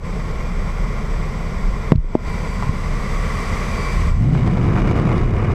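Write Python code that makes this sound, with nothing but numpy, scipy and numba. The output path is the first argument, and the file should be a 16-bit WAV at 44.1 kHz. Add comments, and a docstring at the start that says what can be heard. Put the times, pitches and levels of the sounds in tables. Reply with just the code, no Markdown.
"""A helmet camera's microphone in a jump plane, close to the open door. A low boom swells throughout. At
first the cabin roars under the turbine's whine, and the slipstream hisses and howls along the door frame.
Around 2 s, knocks on the camera make its limiter duck; then gear scuffs the frame and the hiss swells at
the door. Just after 4 s the microphone is out in the airstream: the aircraft drops behind the wind, and
eddies buffet the port and tear into crackle."""
import sys
import numpy as np
from scipy import signal
from scipy.fft import rfft, irfft
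from scipy.io import wavfile
from scipy.ndimage import uniform_filter1d
from numba import njit

SR = 44100
rng = np.random.default_rng(int(sys.argv[2]) if len(sys.argv) > 2 else 0)


def store_wav(level_fs):
    """Save 16-bit WAV to argv[1]."""
    pcm = np.round(np.clip(np.atleast_2d(level_fs), -1, 1) * 32767)
    wavfile.write(sys.argv[1], SR, pcm.T.astype(np.int16))


N = 244314
TIME = np.arange(N) / SR
FREQS = np.maximum(np.arange(N // 2 + 1) * SR / N, 1)

# loudness of slipstream and engine, ducked after the knocks, swelling at the door, fading outside:
# (time [s], relative level [dB])
LOUDNESS = [(0, 0), (1.2, 1.5), (1.9, 0.5), (2.12, -6.5), (2.3, 5), (2.64, 5), (2.72, 4), (3.4, 10.5),
            (3.93, 10.5), (4.08, 8), (4.3, 2.5), (4.7, -4.5), (5.54, -14)]
# engine roar from inside the cabin: (frequency [Hz], relative level [dB])
ROAR_SPECTRUM = [(150, 8), (280, 0), (600, 3), (850, -3), (1350, -4.5), (1700, -12.5), (2350, -10),
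                 (2560, -19), (3400, -15), (4200, -22), (6000, -19.5), (8500, -37), (13000, -35),
                 (16000, -60)]
# cabin resonances and narrow engine bands: (frequency [Hz], width [Hz], lift [dB])
CABIN_PEAKS = [(440, 103, 7.5), (1044, 176, 9.5), (1400, 42, 7), (2080, 480, 10), (2412, 15, 12),
               (4750, 120, 6), (5450, 310, 5)]
# air passing the door edge: (frequency [Hz], relative level [dB])
HISS_SPECTRUM = [(500, -18), (1100, 1.5), (1650, -1), (2100, 2.5), (2900, -7.5), (4200, -11), (6200, -15),
                 (7000, -15.5), (9600, -19), (10600, -25.5), (12300, -25), (15500, -37)]
# door frame resonances and one notch: (frequency [Hz], width [Hz], lift [dB])
DOOR_PEAKS = [(1130, 250, -13), (1974, 200, 7.5), (4680, 120, 5), (4900, 130, 9.5), (5540, 73, 2.5),
              (6100, 400, 7), (8100, 300, 4.5)]
# slipstream howling along the frame: (time [s], pitch [Hz])
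HOWL_PITCH = [(1.85, 1130), (2.25, 1005), (2.65, 1027), (2.85, 1145), (4.0, 1108)]
# the microphone turns towards the engine: (time [s], length [s], lift [dB])
WHINE_FLARES = [(2.4, 0.99, 7.5), (3.834, 0.52, 9.5)]
# slow pressure swells in the low boom: (time [s], lift [dB])
BOOM_SURGES = [(.58, 5), (.83, 6), (1.158, 5.5), (1.68, 9), (2.02, 17.5), (2.92, 4.5), (3.18, 5), (3.98, 6),
               (4.14, 10), (4.83, 7), (5.24, 8)]
# low air noise at the microphone: (frequency [Hz], relative level [dB])
RUMBLE_SPECTRUM = [(35, -24), (55, 2.5), (85, 0), (110, -5.5), (165, -1.5), (215, -7.5), (280, -21),
                   (500, -34)]
# bumps on the camera: (time [s], strength [dB], settled pitch [Hz], softened above [Hz])
KNOCKS = [(1.9198, 13.5, 141, 3230), (1.932, -1, 200, 705), (1.952, 14.5, 94, 227), (1.977, 12, 45, 143),
          (2.043, -12, 200, 550), (2.1516, 6, 229, 1100), (2.691, -3, 78, 250)]
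# ringing of the camera case: (frequency [Hz], level [dB], t60 [s])
CASE_MODES = [(154, -12, 0.21), (239, -19.5, 0.17), (341, -7, 0.02), (467, -41, .045), (629, -17, 0.085),
              (870, -11.5, 0.018)]
# clicks of the plastic mount: (time [s], level [dB])
CLICKS = [(1.922, -24), (1.9588, -21), (1.9675, -40)]
# colour of a click: (frequency [Hz], relative level [dB])
CLICK_SPECTRUM = [(1500, -2), (3200, 0), (4600, -2), (5600, -18), (9000, -20), (15000, -28)]
# gear scuffing the door frame: (time [s], strength [dB])
TAPS = [(2.625, -18), (2.6275, -32), (2.632, -21)]
# ringing of the door frame: (frequency [Hz], level [dB], t60 [s])
FRAME_MODES = [(1040, 3, 0.022), (1180, -5, 0.011), (1940, -6, 0.018), (3060, -28, 0.0098)]
# flow at the microphone port: (time [s], speed [share of full], turbulence [dB])
AIRSTREAM = [(3.8, 0.16, -50), (4.05, 0.59, -44), (4.17, 0.53, -37), (4.22, 0.9, -21), (4.31, 1.09, -17),
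             (4.37, 0.99, -11), (4.58, 1.03, -4), (4.92, 0.86, -1), (5.14, 1.1, -2), (5.26, 0.67, -5),
             (5.54, 0.84, -2)]
# gusts tearing at the port: (time [s], lift [dB])
GUSTS = [(4.372, 4.5), (4.475, 4.5), (4.66, 2), (4.782, 4), (4.89, 4), (4.98, 3.5), (5.125, 2), (5.185, 2)]
# the larger swirls: (frequency [Hz], relative level [dB])
CHURN_SPECTRUM = [(120, -1.5), (230, -3), (350, 1), (500, -6.5), (750, -16), (1100, -10.5), (1600, -20.5),
                  (2400, -20.5), (3500, -54)]
# the finest swirls: (frequency [Hz], relative level [dB])
CRACKLE_SPECTRUM = [(500, -0.5), (1100, 8), (1700, 3.5), (2250, 9), (2700, -4), (3300, -2.5), (4300, -9),
                    (6200, -10), (7200, -15), (8000, -14.5), (8600, -20), (9800, -20), (15000, -37)]
# air pockets round the mount: (frequency [Hz], width [Hz], lift [dB])
POCKET_PEAKS = [(714, 82, 19.5), (1010, 91, 8), (3780, 160, 4), (4860, 300, 5)]
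# sharp gusts or loose cloth snapping: (time [s], level [dB])
SNAPS = [(4.3505, -24), (4.3745, -23), (4.447, -31), (4.776, -19.5), (4.789, -37), (5.092, -23),
         (5.116, -26)]
# colour of a snap: (frequency [Hz], relative level [dB])
SNAP_SPECTRUM = [(300, -17), (600, 7), (1300, 2.5), (2400, -5), (3400, -19.5), (8000, -34), (14000, -61)]


def from_db(db):
    """Decibels to gain."""
    return 10 ** (np.asarray(db) / 20)


def rms_one(x):
    """Scale to unit rms."""
    return x / np.sqrt(np.mean(x ** 2) + 1e-20)


def in_time(rows):
    """Each column of a curve at every sample."""
    times, *columns = np.transpose(rows)
    return [np.interp(TIME, times, column) for column in columns]


def swell(centre_s, length_s):
    """A smooth rise from 0 to 1 and back."""
    return np.cos(np.pi * np.clip((TIME - centre_s) / length_s, -.5, .5)) ** 2


def noise(gain):
    """Unit noise with the given gain at each frequency."""
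    return rms_one(irfft(rfft(rng.standard_normal(N)) * gain, N))


def coloured_noise(spectrum, peaks=()):
    """Unit noise on a broad slope with bell-shaped resonances, rolled off past both ends."""
    hz, db = np.transpose(spectrum)
    slope = np.interp(np.log(FREQS), np.log(hz), db)
    bells = sum(lift / (1 + (2 * (FREQS - centre) / width) ** 2) for centre, width, lift in peaks)
    roll_off = np.minimum(FREQS / hz[0], 1) ** 2 * np.minimum(hz[-1] / FREQS, 1) ** 2
    return noise(from_db(slope + bells) * roll_off)


def band_noise(hz, half_width_hz):
    """Unit noise in a band, like a resonance kept ringing by turbulence."""
    return noise(1 / (1 + ((FREQS - hz) / half_width_hz) ** 4))


def drift(rate_hz):
    """Random wavering up to about the given rate, spread 1."""
    return noise(1 / (1 + (FREQS / rate_hz) ** 2))


def evened(x, seconds):
    """Take the slow swells out of a noise, leaving rms near 1."""
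    power = uniform_filter1d(x ** 2, int(seconds * SR))
    return x / np.sqrt(uniform_filter1d(power, int(seconds * SR / 2)) + 1e-9)


@njit
def swept_band(x, hz, damping):
    """A resonator whose centre and damping move."""
    step = 2 * np.pi * hz / SR
    out, low, band = np.zeros(len(x)), 0.0, 0.0
    for i in range(len(x)):
        low += step[i] * band
        band += step[i] * (x[i] - low - damping[i] * band)
        out[i] = band
    return out


def ring(force, modes):
    """A unit impulse sets each mode ringing at its own level."""
    out = np.zeros(N)
    for hz, db, t60 in modes:
        r, w = from_db(-60 / (t60 * SR)), 2 * np.pi * hz / SR
        out += from_db(db) * signal.lfilter([0, np.sin(w)], [1, -2 * r * np.cos(w), r * r], force + 1e-18)
    return out


def puffs(events, spectrum, attack_s, decay_s):
    """Puffs of noise that rise linearly and die exponentially."""
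    envelope = np.zeros(N)
    for s, db in events:
        rise = np.clip((TIME - s) / attack_s + 1, 0, 1)
        envelope += from_db(db) * rise * np.exp(-np.clip((TIME - s) / decay_s, 0, 50))
    return envelope * coloured_noise(spectrum)


def cabin_roar(loudness_db):
    """The engine roars through the cabin's resonances, fluttering slightly."""
    flutter_db = 0.86 * drift(20)
    return from_db(-33 + 0.26 * loudness_db + flutter_db) * coloured_noise(ROAR_SPECTRUM, CABIN_PEAKS)


def door_hiss(loudness_db):
    """Air hisses past the door edge, coloured by the frame."""
    return from_db(-45 + loudness_db) * coloured_noise(HISS_SPECTRUM, DOOR_PEAKS)


def door_howl(loudness_db, damping=0.071):
    """The slipstream howls along the frame in one narrow, gliding band."""
    pitch_hz, = in_time(HOWL_PITCH)
    howl = swept_band(band_noise(0, 2000), pitch_hz, np.full(N, damping))
    return from_db(-44.5 + loudness_db) * rms_one(howl)


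def turbine_whine(loudness_db, pitch_hz=2320, wander_hz=2.795, flicker_db=2):
    """The governed turbine holds its speed; turbulent air on the way to the microphone makes it waver."""
    phase = 2 * np.pi * np.cumsum(pitch_hz + wander_hz * drift(10.5)) / SR
    flare_db = sum(db * swell(s, length_s) for s, length_s, db in WHINE_FLARES)
    whine = np.zeros(N)
    for harmonic, db, loudness_share in ((1, -57, 0.98), (2, -65, 0.78)):
        tone = rms_one(np.sin(harmonic * phase) * from_db(flicker_db * drift(4.7)))
        whine += from_db(db + loudness_share * loudness_db + flare_db) * tone
    return whine


def compressor(loudness_db):
    """The engine's intake sings, high and airy: a narrow band of noise round a thin tone."""
    tone = from_db(-7) * band_noise(7700, half_width_hz=14)
    return from_db(-59.5 + 0.46 * loudness_db) * (band_noise(7746, half_width_hz=230) + tone)


def low_boom():
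    """A low boom with slow pressure swells, in the cabin and out in the airstream."""
    surge_db = sum(db * swell(s, 0.25) for s, db in BOOM_SURGES)
    return from_db(-23.5 + surge_db) * evened(band_noise(33.2, half_width_hz=7.8), 0.068)


def air_rumble(loudness_db, turbulence_db):
    """Air rumbles at the microphone all along, harder in strong turbulence."""
    level_db = -26.5 + 0.21 * loudness_db + 9 * from_db(turbulence_db)
    return from_db(level_db) * evened(coloured_noise(RUMBLE_SPECTRUM), 0.26)


def camera_knocks(contact_s=0.00069, stiffening=3.06, t60_cycles=3.5):
    """Each bump rocks the camera on its mount for a cycle or so; the case rings on briefly."""
    rocking, t = np.zeros(N), TIME[:SR // 8]
    pressed = 1 - np.exp(-t / contact_s)
    # pressed hard, the mount is stiffer: the pitch starts high and sags
    hurried = t + stiffening * contact_s * pressed
    for s, db, hz, soft_hz in KNOCKS:
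        envelope = pressed * from_db(db - 60 * hz * t / t60_cycles)
        swing = envelope * np.sin(2 * np.pi * hz * hurried)
        softening = signal.butter(5, soft_hz, fs=SR, output="sos")
        start = round(s * SR)
        rocking[start:start + len(swing)] += signal.sosfilt(softening, swing)
    # the case is driven by how fast the mount moves
    return rocking + ring(np.diff(rocking, prepend=0) / 2, CASE_MODES)


def mount_clicks():
    """The plastic mount clicks right beside the microphone."""
    return puffs(CLICKS, CLICK_SPECTRUM, attack_s=0.00017, decay_s=0.00088)


def frame_taps():
    """Hard little contacts of gear ring the door frame."""
    force = np.zeros(N)
    for s, db in TAPS:
        force[round(s * SR)] = from_db(db)
    return ring(force, FRAME_MODES)


def shed_eddies(speed, breakup, full_speed_hz=130.2):
    """Eddies are shed at a rate proportional to speed; their throb blurs as the flow breaks up."""
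    rate_hz = full_speed_hz * np.abs(speed)
    damping = 0.53 + 0.23 * breakup
    throb = swept_band(rng.standard_normal(N), rate_hz, damping)
    return evened(swept_band(throb, rate_hz, damping), 0.056)


def port_wind(speed, turbulence_db, onset_speed=0.52, burst_db=4.5):
    """Outside, eddies strike the microphone port and tear off bursts of noise."""
    breakup = from_db(turbulence_db)
    eddies = shed_eddies(speed, breakup)
    striking = speed ** 4 / (speed ** 4 + onset_speed ** 4)
    buffet = from_db(-14 - 5 * breakup) * eddies
    # fine turbulence comes in bursts, strongest at the suction peak of an eddy
    suction = np.tanh(np.maximum(-eddies, 0))
    bursts = evened((1 + 0.99 * suction ** 2) * from_db(burst_db * np.tanh(drift(97))), 0.066)
    gust_db = sum(db * swell(s, 0.11) for s, db in GUSTS)
    # the larger swirls are less intermittent than the finest ones
    swirls = evened(np.sqrt(bursts) * coloured_noise(CHURN_SPECTRUM), 0.035)
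    churn = from_db(-22 + turbulence_db + 0.7 * gust_db) * swirls
    fine_db = 0.31 * turbulence_db + gust_db + 0.5 * drift(11)
    crackle = from_db(-35 + fine_db) * bursts * coloured_noise(CRACKLE_SPECTRUM, POCKET_PEAKS)
    # a faint edge tone where the airstream crosses the helmet
    whistle = from_db(-50.5 + fine_db) * np.sqrt(bursts) * band_noise(2895, half_width_hz=81)
    return churn + striking * (buffet + crackle + whistle)


def airstream_snaps():
    """Sharp gusts or loose cloth snap close to the microphone."""
    return puffs(SNAPS, SNAP_SPECTRUM, attack_s=0.001, decay_s=0.0044)


def limiter(x, threshold_db, release_db_per_s, attack_s):
    """Peaks over the threshold pull the gain down fast; it climbs back at a steady rate."""
    over_db = np.maximum(20 * np.log10(np.abs(x) + 1e-9) - threshold_db, 0)
    release_db = release_db_per_s * TIME
    held_db = np.maximum.accumulate(over_db + release_db, axis=-1) - release_db
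    pole = np.exp(-1 / (attack_s * SR))
    return x * from_db(-signal.lfilter([1 - pole], [1, -pole], held_db))


def scene(exit_s=4.11, exit_takes_s=0.066):
    """Everything at the one helmet microphone, from the cabin out into the airstream."""
    loudness_db, = in_time(LOUDNESS)
    speed, turbulence_db = in_time(AIRSTREAM)
    outside = np.clip((TIME - exit_s) / exit_takes_s + .5, 0, 1)   # 1 once clear of the door frame
    boom = from_db(-1 * outside) * low_boom()
    wind = air_rumble(loudness_db, turbulence_db) + port_wind(speed, turbulence_db)
    impacts = camera_knocks() + mount_clicks() + frame_taps() + airstream_snaps()
    aircraft = cabin_roar(loudness_db) + door_hiss(loudness_db) + door_howl(loudness_db)
    aircraft += turbine_whine(loudness_db)
    intake = from_db(-5 * outside) * compressor(loudness_db)
    return (from_db(-7.5 * outside) * aircraft + intake + boom + wind + impacts)[None]


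def record(dry, cutoff_hz=15400):
    """The camera's limiter ducks, what outruns it clips, the ends fade quickly and the top is cut."""
    limited = limiter(dry, threshold_db=-7.0, release_db_per_s=91.0, attack_s=0.011)
    clipped = np.clip(limited, -1, 1)
    fade_in = from_db(np.interp(TIME, [0, .055], [-12, 0]))
    fade_out = np.minimum(TIME[::-1] / .004, 1)
    low_pass = signal.ellip(10, .1, 80, cutoff_hz, fs=SR, output="sos")
    return signal.sosfilt(low_pass, clipped * fade_in * fade_out)


dry = scene()
out = record(dry)
store_wav(out)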